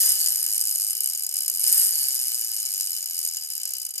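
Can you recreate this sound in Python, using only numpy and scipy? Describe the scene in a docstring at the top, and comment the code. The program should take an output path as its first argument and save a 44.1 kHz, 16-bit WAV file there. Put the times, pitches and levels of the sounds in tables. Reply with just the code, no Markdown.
"""A tin spark-wheel toy

The toy, close to the microphones, is pumped twice and coasts down after each push.
Its loose gear teeth chatter ever slower, a flint grinds on the gritty wheel, and both ring the tin shell.
Each push adds a low rasp, a brief axle squeal and a faint rumble of the hand; the room is quiet."""
import sys
import numpy as np
from scipy import signal
from scipy.fft import rfft, irfft, next_fast_len
from scipy.io import wavfile
from scipy.ndimage import uniform_filter1d, map_coordinates

SR = 44100
rng = np.random.default_rng(int(sys.argv[2]) if len(sys.argv) > 2 else 0)


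def unload_audio(sound):
    """Save the sound as a 16-bit wav file, at the path given as the first command line argument."""
    columns = np.transpose(np.atleast_2d(sound))
    # keep every value between -1 and 1, then stretch to whole-number steps
    steps = np.round(np.clip(columns, -1, 1) * 32767)
    wavfile.write(sys.argv[1], SR, steps.astype(np.int16))


N = 176400
TIME = np.arange(N) / SR
CRUISE_HZ = 100  # teeth per second while the wheel coasts

# teeth that catch hard and stand out of the chatter (time [s], relative level [dB])
CATCHES = [(0.0268, -12.5), (0.0414, -16), (0.1204, -10), (0.2606, -10.5), (0.2842, -15.5), (0.3578, -17),
           (0.4275, -17), (0.4632, -15.5), (0.5788, -15), (0.6115, -15.5), (0.6378, -17.5), (0.7245, -18.5),
           (0.7567, -17.5), (0.7859, -23), (0.8856, -21), (0.898, -18.5), (0.9305, -18.5), (0.9508, -18),
           (0.9851, -23), (1.005, -16.5), (1.0336, -20), (1.0584, -17.0), (1.0732, -18), (1.1336, -19),
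           (1.1485, -19.0), (1.174, -24), (1.2055, -23.5), (1.2224, -22.5), (1.2345, -21), (1.2649, -20.5),
           (1.2904, -20.5), (1.3116, -22.0), (1.3396, -19.5), (1.356, -20), (1.3662, -19), (1.3865, -18.5),
           (1.4794, -15.5), (1.4981, -18.5), (1.5724, -18.5), (1.5818, -20), (1.5947, -17.5),
           (1.6399, -11.5), (1.6657, -12.5), (1.7263, -9.5), (1.8195, -9.5), (2.1787, -20), (2.2815, -17),
           (2.3174, -16.5), (2.3445, -19), (2.411, -18), (2.5354, -20.5), (2.5641, -18.5), (2.6521, -21),
           (2.6594, -20), (2.7977, -19.5), (2.808, -16.5), (2.8608, -25), (2.8712, -19), (2.9299, -21.5),
           (2.964, -20), (3.0576, -22), (3.109, -23), (3.1895, -19.5), (3.2285, -21), (3.3687, -20.0),
           (3.4345, -26), (3.501, -23.5), (3.5203, -28.5), (3.5339, -26), (3.5518, -25.5), (3.5778, -24.0),
           (3.5994, -26), (3.6141, -25), (3.632, -22.5), (3.6534, -21.0), (3.7347, -23.5), (3.766, -25.5),
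           (3.8501, -26), (3.8891, -30), (3.9058, -28.5), (3.9378, -27.5), (3.9789, -19)]


def toy():
    """Teeth and flint strike the metal as the wheel speeds up and slows down."""
    # how fast the wheel turns (time [s], speed [teeth per second])
    wheel_speed = [(0, 202), (.12, 233), (.25, 129), (.55, 101), (.85, 104), (1.25, 76), (1.5, 72.6),
                   (1.62, 128), (1.78, 233), (2.0, 138), (2.45, 114.5), (2.85, 92.5), (3.5, 77.7), (4, 51)]
    # how loud the toy is (time [s], relative treble level [dB], relative middle level [dB])
    loudness = [(0, -20.5, -28), (.1, -21, -28.5), (.16, -27, -33.5), (.26, -24, -31), (.38, -28.5, -35),
                (.68, -26.5, -34), (.98, -30, -37), (1.22, -31.5, -38.5), (1.37, -30.5, -37),
                (1.58, -29.5, -38), (1.67, -24.5, -30.5), (1.81, -19.5, -30), (1.9, -25.5, -35),
                (2.2, -28, -34), (2.52, -32.5, -38), (2.65, -31, -35.5), (3.12, -35, -39), (3.25, -29, -36),
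                (3.32, -36, -38), (3.48, -37.5, -42), (3.67, -35.5, -38), (3.93, -36.5, -42)]
    speed, = curves(wheel_speed)
    treble_db, middle_db = curves(loudness)
    grit = amp(-7 + 3.5 * np.log2(speed / CRUISE_HZ)) ** 2  # more flint at higher speed
    contact = (teeth(speed) + grit * flint(speed)) / (1 + grit)
    contact = 16 * np.tanh(contact / 16)  # softly limit the ordinary hits
    contact += catches(speed, treble_db)
    slow = smooth(contact, seconds=.0048)  # the shell's low notes answer slowly
    return (clicks(contact, treble_db, middle_db) + ringing(contact, slow, middle_db)
            + scraping(slow, middle_db) + pushes(slow))


def teeth(speed):
    """Each passing tooth hits and bounces once; a gap is left where a tooth catches."""
    passed = np.cumsum(speed) / SR
    count = int(passed[-1])
    jitter, strength, delay, bounce = rng.standard_normal((1000, 4))[:count].T
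    place = np.arange(count) + .5 + .055 * jitter  # counted in teeth
    caught = np.interp(np.transpose(CATCHES)[0], TIME, passed)
    free = np.abs(place[:, None] - caught).min(axis=1) > .65
    times = np.interp(place, passed, TIME)
    db = 1.8 * strength
    length = drag_time(times, speed)
    bounce_times = times + 2 * length * np.exp(delay / np.pi)
    bounce_db = db - 5 + 2 * bounce

    def strike(which):
        hit = bursts(times[which], db[which], length[which])
        return hit + bursts(bounce_times[which], bounce_db[which], length[which] / 2)

    passing = strike(free)
    return passing / running_mean(passing + strike(~free))


def catches(speed, chatter_db):
    """Some teeth catch hard: short bursts of energy above the chatter."""
    times, db = np.transpose(CATCHES)
    over_db = db - 2.7 - np.interp(times, TIME, chatter_db)
    return bursts(times, over_db, .85 * drag_time(times, speed))


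def drag_time(times, speed):
    """Seconds of contact: a tooth drags on the slow wheel and snaps past on the fast one."""
    return .001 * (CRUISE_HZ / np.interp(times, TIME, speed)) ** .9


def flint(speed, grains_per_s=1400):
    """Grit passes under the flint, denser as the wheel speeds up."""
    chance, strength = rng.random(N), rng.standard_normal(N)
    at = np.flatnonzero(chance < grains_per_s * speed / CRUISE_HZ / SR)
    energy = bursts(at / SR, 5 * strength[at], length_s=.0001, size=60)
    return energy / running_mean(energy)


def clicks(contact, treble_db, middle_db):
    """Each hit makes a bright edge, a short ping of the wheel and a fuller body."""
    # tone of the bright edge (frequency [Hz], level [dB])
    edge_tone = [(3000, -60), (6000, -26), (8000, -11), (8550, -8), (9400, -3), (10100, -1.5), (11200, 0),
                 (12200, -3), (12750, -2.5), (13200, -15), (14000, -26), (14600, -32), (15400, -29),
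                 (16000, -40)]
    # the wheel's own notes (frequency [Hz], width [Hz], level [dB])
    ping_notes = [(8930, 240, 0), (11130, 300, -10)]
    # tone of the body (frequency [Hz], level [dB])
    body_tone = [(100, -53), (480, -64), (680, -28), (1050, -39), (1600, -49), (2400, -6.5), (3500, -32.5),
                 (4400, -1.5), (5600, 5), (6400, 4.5), (7800, 4.5), (9500, 5.5), (13000, -33)]
    edge = noise(contact * shifting(3.5) * amp(treble_db + 2) ** 2, edge_tone)
    ping = noise(contact * shifting(3) * amp(treble_db - 4) ** 2, modes(ping_notes))
    body = noise(contact * shifting(4) * amp(middle_db - 1.5) ** 2, body_tone)
    return edge + ping + body


def ringing(contact, slow, middle_db):
    """The hits ring the tin shell, the wheel's rim and the housing."""
    # high notes of the shell (frequency [Hz], width [Hz], level [dB])
    shell_notes = [(4104, 70, -11), (4641, 45, -6), (5019, 36, 7), (5158, 45, 1.5), (5312, 30, -4),
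                   (7578, 80, -2), (8262, 80, -2.5), (12676, 50, 1)]
    # bright note of the rim (frequency [Hz], width [Hz], level [dB])
    rim_notes = [(6915, 90, 0)]
    # low notes of the housing (frequency [Hz], width [Hz], level [dB])
    housing_notes = [(720, 54, -9.5), (1281, 10, -11.5), (1660, 124, -18), (2250, 55, -6), (2959, 36, 7)]
    damped_db = .86 * (middle_db + 37)  # pressure damps the metal, so it gains less than the hits do
    shell = noise(contact * amp(middle_db) ** 2, modes(shell_notes))
    rim = noise(contact * shifting(4) * amp(damped_db - 39) ** 2, modes(rim_notes))
    # so small a toy gives off little below 700 Hz
    housing_tone = lambda hz: modes(housing_notes)(hz) * hz ** 6 / (hz ** 6 + 700 ** 6)
    housing = noise(slow * amp(damped_db - 49.3) ** 2, housing_tone)
    return shell + rim + housing


def shifting(depth_db, changes_per_s=130):
    """A wavering energy factor: each point of contact favours other notes."""
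    points = np.tanh(rng.standard_normal(2000))
    gain = amp(depth_db * map_coordinates(points, [TIME * changes_per_s])) ** 2
    return gain / gain.mean()


def scraping(slow, middle_db):
    """The hits blur into a softer scrape."""
    # tone of the scrape (frequency [Hz], level [dB])
    scrape_tone = [(100, -68), (500, -51), (680, -20), (1050, -19.5), (1600, -10.5), (2300, -5),
                   (2650, 7.5), (3500, -14), (4300, 11.5), (6000, 14), (9000, -19)]
    return noise(slow * amp(middle_db - 7.5) ** 2, scrape_tone)


def pushes(slow):
    """Under the load of a push, the gears rasp and whirr."""
    # weight of the pushes (time [s], relative rasp level [dB], relative whirr level [dB])
    push_levels = [(0, -65, -63), (.1, -66, -65), (.18, -75.5, -75), (.28, -71, -66.5), (.4, -91, -66),
                   (.55, -97, -67.5), (.9, -96, -93), (1.55, -99, -101), (1.64, -79, -67),
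                   (1.78, -71.5, -57.5), (1.95, -77, -68), (2.15, -76, -72), (2.32, -91, -70.5),
                   (2.5, -87, -70.5), (2.75, -101, -77), (3.5, -91, -98), (3.85, -110, -99), (4, -91, -88)]
    # tone of the rasp (frequency [Hz], level [dB])
    rasp_tone = [(40, -34), (140, -4), (300, 2.5), (600, 3), (1100, 0), (1900, 11.5), (2700, -1),
                 (3500, 17.5), (6000, -46)]
    # tone of the whirr (frequency [Hz], level [dB])
    whirr_tone = [(200, -24), (380, -9.5), (520, -0.5), (800, 3), (1100, -9.5), (1700, 11), (3000, 2),
                  (6000, -59)]
    rasp_db, whirr_db = curves(push_levels)
    rasp = noise(slow * amp(rasp_db + 20.5) ** 2, rasp_tone)
    whirr = noise(slow * amp(whirr_db + 8) ** 2, whirr_tone)
    return rasp + whirr


def axle(pitch_hz=4595, width_hz=240):
    """The dry axle gives a brief, rough squeal as each push ends."""
    # the squeals (middle time [s], half length [s], level [dB])
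    squeals = [(0.222, 0.042, -34.5), (2.003, 0.072, -35.5)]
    energy = sum(amp(db) ** 2 * np.exp(-((TIME - middle) / half) ** 2) for middle, half, db in squeals)
    return noise(energy, lambda hz: modes([(pitch_hz, width_hz, 0)])(hz) ** 2)


def hand():
    """The hand working the plunger makes a dull rumble."""
    # strength of the rumble (time [s], relative level [dB])
    rumble_levels = [(0, -66.5), (.2, -74), (.33, -89), (.7, -105), (1.5, -96), (1.68, -82), (1.9, -73.5),
                     (2.12, -89), (2.8, -104)]
    # tone of the rumble (frequency [Hz], level [dB])
    rumble_tone = [(20, -20), (45, -14), (68, -7), (110, -11), (170, -22), (400, -78)]
    rumble_db, = curves(rumble_levels)
    return noise(amp(rumble_db + 3.5) ** 2, rumble_tone)


def room():
    """The room hisses faintly and steadily."""
    # tone of the hiss (frequency [Hz], level [dB])
    hiss_tone = [(20, -2), (100, 0.5), (400, -9), (2000, 2.5), (15000, -16)]
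    return noise(amp(-77) ** 2, hiss_tone)


def noise(energy, tone):
    """Stereo noise that follows an energy curve; its tone is a table or a function of frequency."""
    # how alike the two microphones sound (frequency [Hz], likeness [0-1])
    likeness = [(60, .85), (200, .72), (500, .75), (1200, .64), (3000, .75), (4300, .65), (5000, .8),
                (6000, .58), (6900, .8), (7300, .55), (8000, .75), (9000, .95), (12500, .95), (14000, .85)]
    # how much louder the left one is (frequency [Hz], level [dB])
    balance = [(100, 0), (250, 1), (700, 4), (3000, 3.3), (5200, 4.5), (6400, 0), (7400, 3), (8400, 0),
               (13000, 0)]
    # how far ahead the left one is (frequency [Hz], phase [radians])
    left_lead = [(100, 0), (400, .05), (1500, .25), (1900, .7), (2150, 2.3), (3600, 3), (4300, 3.7),
                 (5350, 3.9), (6300, 6.3), (6950, 5.4), (7450, 6.9), (8600, 5.5), (9400, 4.2),
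                 (10200, 3.14), (11100, 1.3), (11900, 0), (12700, -1.3), (13300, -2.9), (14500, -3.3)]
    size = 2 * next_fast_len(N // 2 + 8192)
    hz = np.fft.rfftfreq(size, 1 / SR)
    response = tone(hz) if callable(tone) else tone_filter(tone, hz)
    response /= np.sqrt(np.mean(np.abs(response) ** 2))
    hiss = np.sqrt(np.abs(energy)) * rng.standard_normal((2, N))
    mid, side = rfft(hiss, size) * response
    spread = np.arccos(np.clip(along(likeness, hz), 0, 1)) / 2
    mid, side = mid * np.cos(spread), side * np.sin(spread)
    pan = amp(along(balance, hz) / 2) * np.exp(.5j * along(left_lead, hz))
    return irfft(np.array([(mid + side) * pan, (mid - side) / pan]), size)[:, :N]


def bursts(times, db, length_s, size=600):
    """Energy of hits that rise, fall and leave a short after-ring in the shell."""
    step = np.arange(size)
    age = step / (np.reshape(length_s, (-1, 1)) * SR)
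    shape = (1 - np.exp(-age)) ** 2 * np.exp(-age)
    shape = shape / shape.max(axis=1, keepdims=True) * amp(db)[:, None] ** 2
    at = np.clip(times * SR, 0, N).astype(int)[:, None] + step
    energy = np.bincount(at.ravel(), shape.ravel(), N + size)[:N]
    return energy + amp(-13) ** 2 * smooth(energy, seconds=.008)


def modes(notes):
    """A filter made of the notes (modes) at which an object rings."""
    return lambda hz: sum(amp(db) * 1j * hz * width / (pitch ** 2 - hz ** 2 + 1j * hz * width)
                          for pitch, width, db in notes)


def tone_filter(points, hz):
    """A filter with the given tone that never sounds ahead of the hit."""
    cepstrum = irfft(np.log(amp(along(points, hz))))
    half = len(cepstrum) // 2
    return np.exp(rfft(np.concatenate([cepstrum[:1], 2 * cepstrum[1:half], np.zeros(half)])))


def smooth(energy, seconds):
    """Spread energy into a fading tail."""
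    keep = np.exp(-1 / (seconds * SR))
    return signal.lfilter([1 - keep], [1, -keep], energy)


def running_mean(energy):
    """The average over several teeth."""
    return np.abs(uniform_filter1d(uniform_filter1d(energy, size=2600), size=2600)) + 1e-9


def curves(rows):
    """One value per sample for each column after the time."""
    times, *columns = np.transpose(rows)
    return [np.interp(TIME, times, column) for column in columns]


def along(points, hz):
    """Join (frequency, value) points on a log frequency axis."""
    frequencies, values = np.transpose(points)
    return np.interp(np.log(hz + 1), np.log(frequencies + 1), values)


def amp(db):
    """Decibels to gain; square it for energy."""
    return 10 ** (np.asarray(db) / 20)


def scene():
    """The toy over the room's faint hiss."""
    return toy() + axle() + hand() + room()


def record(dry, dip_hz=10440, dip_width_hz=210, ceiling=.85, top_hz=15950):
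    """The microphones leave a narrow dip in the treble; peaks are rounded and the very top is cut."""
    size = next_fast_len(N + SR // 2)
    hz = np.fft.rfftfreq(size, 1 / SR)
    dip = 1 - .95 * modes([(dip_hz, dip_width_hz, 0)])(hz)
    heard = irfft(rfft(dry, size) * dip, size)
    rounded = heard / (1 + np.abs(heard / ceiling) ** 10) ** (1 / 10)
    return irfft(rfft(rounded) * (hz < top_hz), size)[:, :N]


dry = scene()
out = record(dry)
unload_audio(out)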